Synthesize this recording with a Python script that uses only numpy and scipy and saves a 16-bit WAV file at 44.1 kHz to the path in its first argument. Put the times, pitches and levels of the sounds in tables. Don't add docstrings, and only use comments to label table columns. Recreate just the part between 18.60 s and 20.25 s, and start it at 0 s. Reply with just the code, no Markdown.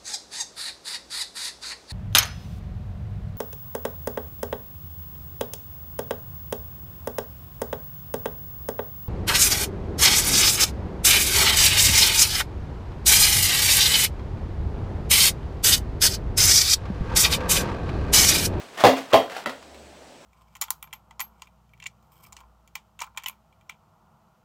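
import sys
import numpy as np
from scipy import signal
from scipy.fft import rfft, irfft, next_fast_len
from scipy.io import wavfile
from scipy.ndimage import uniform_filter1d, map_coordinates

SR = 44100
rng = np.random.default_rng(int(sys.argv[2]) if len(sys.argv) > 2 else 0)


def int16_out(signal):
    q = np.round(np.clip(np.atleast_2d(signal).T, -1, 1) * 32767)
    wavfile.write(sys.argv[1], SR, q.astype(np.int16))


def undo_db(level):
    steps = np.asarray(level, float) / 20
    return 10 ** steps


N = 72765

# frequency in Hz, level in dB per Hz.
ROOM_NOISE = [(30, -25), (110, -11.5), (230, -4.5), (680, -3), (1100, -12), (4500, -18.5), (9300, -24.5),
              (10500, -39)]
# frequency in Hz, 60 dB decay time in seconds.
ROOM_DECAY = [(100, 0.17), (300, 0.33), (800, 0.26), (2000, .28), (5000, 0.28), (12000, 0.27)]
# frequency in Hz, level in dB per Hz.
LINING = [(88, -59), (150, -7), (382, -6.5), (512, -4), (741, -1.5), (3320, -10), (3960, -12),
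          (12000, -28.5), (15800, -31)]
# start in seconds, rise in seconds, fall in seconds, level in dB.
SCRAPES = [
    (-.03, 0.023, 0.14, -40.5),
    (0.108, 0.044, 0.12, -46.5),
    (0.17, 0.0067, 0.026, -34.5),
    (.18, 0.027, 0.071, -27.5),
    (0.353, 0.017, 0.094, -30.5),
    (.47, 0.096, .015, -27),
    (0.689, 0.034, 0.063, -38),
    (.74, 0.027, 0.14, -36.5),
]
# start in seconds, level in dB, pitch in Hz, 60 dB decay time in seconds.
CLICKS = [(.0862, -37, 1500, 0.008), (.1316, -47, 1000, .008), (.1725, -34, 2600, 0.0065),
          (.185, -24, 1860, 0.037), (.198, -27, 785, 0.0072), (.2055, -21.5, 650, 0.033),
          (.214, -23, 1119, 0.019), (.371, -38, 2050, 0.017), (.455, -36, 620, 0.061),
          (0.511, -38, 1250, 0.013), (0.521, -23.5, 1130, 0.042), (.5287, -17.5, 1360, 0.028),
          (.6973, -26, 1400, 0.01), (.707, -31.5, 670, 0.026), (.7188, -33, 1610, 0.021),
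          (.7482, -29, 1700, 0.017), (.7652, -25, 1440, 0.013), (.786, -45, 780, 0.029),
          (.8592, -22, 2220, 0.0054), (.894, -22.5, 994, 0.019), (1.0256, -36, 2670, 0.005),
          (1.1443, -36.5, 2280, 0.0059)]
# start in seconds, level in dB, pitch in Hz, 60 dB
# decay time in seconds.
KNOCKS = [(0.2376, -7, 593, 0.13), (.5337, -3, 565, 0.073), (.5425, -2.5, 810, 0.035),
          (0.5415, -7.5, 2800, 0.013), (.554, -18, 2990, 0.029), (.572, -20, 3250, .025),
          (.584, -22, 3200, 0.023), (.5565, -14, 770, .03), (0.57, -11, 698, 0.046),
          (.586, -14, 620, 0.035), (0.72, -31.5, 720, 0.062), (.8615, -23, 950, .04),
          (.7655, -17, 776, 0.02), (.8595, -10, 1355, 0.013), (.866, -25, 640, .04), (.872, -22.5, 245, .1),
          (0.62, -23, 1330, 0.016), (0.68, -27, 1500, 0.01), (0.24, -16.5, 250, 0.14)]
# start in seconds, level in dB, tilt of the box modes in dB
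# per octave, level of the rattle in dB.
DROPS = [
    (.2382, 6, 5.5, -3),
    (.2465, 2.5, -1, 1),
    (.2525, 2, -1, 0),
    (.2675, -2.5, 13, 5.5),
    (.5335, -5, 3, 3),
    (.542, -3, -0.5, 2.5),
    (.557, -11, -3, -5),
    (.574, -21, -0.5, -20),
    (.8597, -21, 1.5, 11),
    (.867, -20, -2, -13),
]
# frequency in Hz, level in dB, 60 dB decay time in seconds.
BOX_MODES = [(117.4, 1, 0.06), (267, -6, 0.23), (324, -3.5, 0.036), (446, -6, 0.077), (503.7, -2, 0.088),
             (560, -7, 0.084), (615, -7.5, 0.072), (666.4, 2.5, 0.075), (729, 4, 0.04), (799, 1, 0.046),
             (895.6, -2, 0.029), (986, -23, 0.12), (1024, -4.5, 0.062), (1320, -43, 0.024)]
# frequency in Hz, level in dB per Hz.
BOX_WALLS = [(200, -21), (400, -2.5), (620, 5), (850, -4.5), (1200, -17), (2000, -43)]
# frequency in Hz, level in dB, 60 dB decay time in seconds.
SHELL_MODES = [(1640, 1, 0.013), (1935, -3, 0.019), (2060, -6, 0.0076), (2530, -6.5, 0.022),
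               (2750, -7.5, 0.046), (3224, -0.5, 0.019)]
# frequency in Hz, level in dB per Hz.
CRACK = [(710, -49), (1200, -6.5), (1620, -8.5), (1810, -0.5), (3170, -11), (3600, -6.5), (10500, -26),
         (13600, -70), (22000, -120)]
# start in seconds, end in seconds, lowest ducked frequency in Hz.
TREBLE_GAPS = [
    (.519, .527, 2800),
    (.8445, .858, 3600),
]


def unit(x):
    return x / np.sqrt(np.mean(x ** 2) + 1e-20)


def noise(length):
    return rng.standard_normal(length)


def along(points, hz):
    f, v = np.transpose(points)
    return np.interp(np.log(hz + 1), np.log(f + 1), v)


def filtered(x, response):
    m = next_fast_len(len(x) + 8192)
    spectrum = rfft(x, m) * response(np.fft.rfftfreq(m, 1 / SR))
    return irfft(spectrum, m)[:len(x)]


def coloured(x, spectrum):
    return unit(filtered(x, lambda hz: undo_db(along(spectrum, hz))))


def fade(t, t60):
    return undo_db(-60 * t / max(t60, 1e-3))


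def soft_start(t, seconds):
    return 1 - np.exp(-t / seconds)


def ring(t, modes, scatter_db):
    out = np.zeros(len(t))
    for hz, db, t60 in modes:
        strength = undo_db(db + scatter_db * rng.standard_normal())
        out += strength * fade(t, t60) * np.sin(2 * np.pi * hz * t)
    return out


def add(track, s, sound, wet_db=0):
    hz, t, z = signal.stft(noise(SR // 2), SR, nperseg=256)
    decay = undo_db(-60 * t / along(ROOM_DECAY, hz)[:, None])
    tail = signal.istft(z * decay, SR, nperseg=256)[1]
    wet = undo_db(wet_db) * signal.fftconvolve(sound, tail / np.linalg.norm(tail))
    for start, part in ((s, sound), (s + 0.004, wet)):
        place = track[round(start * SR):][:len(part)]
        place += part[:len(place)]


def room_tone():
    t = np.arange(N) / SR
    z = signal.stft(noise(N + 512), nperseg=512)[2]
    patches = uniform_filter1d(uniform_filter1d(rng.standard_normal(z.shape), 5, 0), 10, 1)
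    hiss = signal.istft(z * undo_db(1.1 * unit(patches)), nperseg=512)[1][:N]
    whine_hz, whine_width_hz, whine_db = 7750, 130, 7.5
    hiss = filtered(hiss, lambda hz: undo_db(whine_db * np.exp(-((hz - whine_hz) / whine_width_hz) ** 2)))
    hum_hz, hum_db, peak_s, width_s = 71.5, -57, 1.24, 0.14
    swell = np.exp(-((t - peak_s) / width_s) ** 2 / 2)
    drift = map_coordinates(rng.standard_normal((2, 24)), [[np.zeros(N), np.ones(N)], [t * 10.94] * 2])
    engine = np.sin(2 * np.pi * hum_hz * t + 0.83 * drift[1])
    hum = np.sqrt(2) * undo_db(hum_db + 2.5 * drift[0]) * swell * engine
    rumble = undo_db(-71) * coloured(noise(N), [(15, -6), (113, 0.5), (250, -40)])
    return undo_db(-48.5) * coloured(hiss, ROOM_NOISE) + hum + rumble


def scrapes():
    t = np.arange(N) / SR
    grains_per_s, spread_db = 6000, 4.5
    draw = rng.random((3, N))
    caught = draw[0] < grains_per_s / SR
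    grains = caught * np.sign(draw[1] - 0.5) * undo_db(-spread_db * np.log(draw[2] + 0.02))
    rub = coloured(unit(grains) + 0.74 * noise(N), LINING)
    strokes = np.zeros(N)
    for s, rise, fall, db in SCRAPES:
        swell = np.clip((t - s) / rise, 0, 1) ** 2
        release = np.exp(-np.maximum(t - s - rise, 0) / (fall / 2))
        strokes += undo_db(db) * swell * release
    return rub * strokes


def clicks():
    out, t = np.zeros(N), np.arange(SR // 10) / SR
    for s, db, hz, t60 in CLICKS:
        tone = ring(t, [(hz, 0, t60), (hz * 1.8, -14, t60 * 0.77)], scatter_db=1.5)
        tick = undo_db(-7.5) * coloured(noise(len(t)), LINING) * fade(t, 0.048)
        add(out, s, undo_db(db) * (tone + tick) * soft_start(t, 0.00051), wet_db=-3)
    return out


def knocks():
    out, t = np.zeros(N), np.arange(SR // 8) / SR
    for s, db, hz, t60 in KNOCKS:
        note = ring(t, [(hz, 0, t60)], scatter_db=0)
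        add(out, s, undo_db(db) * note * soft_start(t, 0.00077), wet_db=-6.5)
    return out


def box_boom(t, tilt_db):
    modes = [(hz, db + tilt_db * np.log2(hz / 600), t60) for hz, db, t60 in BOX_MODES]
    walls = coloured(noise(len(t)), BOX_WALLS) * fade(t, 0.056) * soft_start(t, 0.00052)
    return ring(t, modes, scatter_db=6.5) / 7.0 + undo_db(-10.5) * walls


def shell_rattle(t):
    crack = coloured(noise(len(t)), CRACK) * fade(t, 0.033)
    bright = undo_db(-21.5) * ring(t, SHELL_MODES, scatter_db=5.5) + undo_db(-17.5) * crack
    return bright * soft_start(t, 0.00025)


def drops():
    out, t = np.zeros(N), np.arange(SR // 4) / SR
    for s, db, tilt_db, rattle_db in DROPS:
        add(out, s, undo_db(db) * (box_boom(t, tilt_db) + undo_db(rattle_db) * shell_rattle(t)))
    return out


def scene():
    cut_hz = 208
    handling = drops() + clicks() + scrapes() + knocks()
    handling = filtered(handling, lambda hz: (1j * hz / (cut_hz + 1j * hz)) ** 2)
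    return (handling + room_tone())[None]


def top_cut(x):
    return signal.sosfilt(signal.butter(12, 16800, fs=SR, output="sos"), x)


def record(dry):
    t = np.arange(N) / SR
    ceiling, hardness, clock_hz = 0.98, 3.1, 12080
    x = dry[0] / (1 + np.abs(dry[0] / ceiling) ** hardness) ** (1 / hardness)
    x = x + 0.028 * filtered(x ** 4, lambda hz: (hz > 20) * (hz < 150))
    mirror = undo_db(-35) * 2 * x * np.sin(2 * np.pi * clock_hz * t)
    level = np.sqrt(np.abs(uniform_filter1d(x ** 2, size=300)))
    fizz = undo_db(-27.5) * level * coloured(noise(N), [(8000, -62), (10500, -26), (15000, -10.0)])
    x = filtered(x + mirror + fizz, lambda hz: hz < 15850)
    for start, end, above_hz in TREBLE_GAPS:
        gate = uniform_filter1d(1. * (t > start) * (t < end), size=60)
        treble = filtered(x * gate, lambda hz: hz > above_hz)
        x = x - (1 - undo_db(-14.5)) * gate * treble
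    return top_cut(x[None])


dry = scene()
out = record(dry)
int16_out(out)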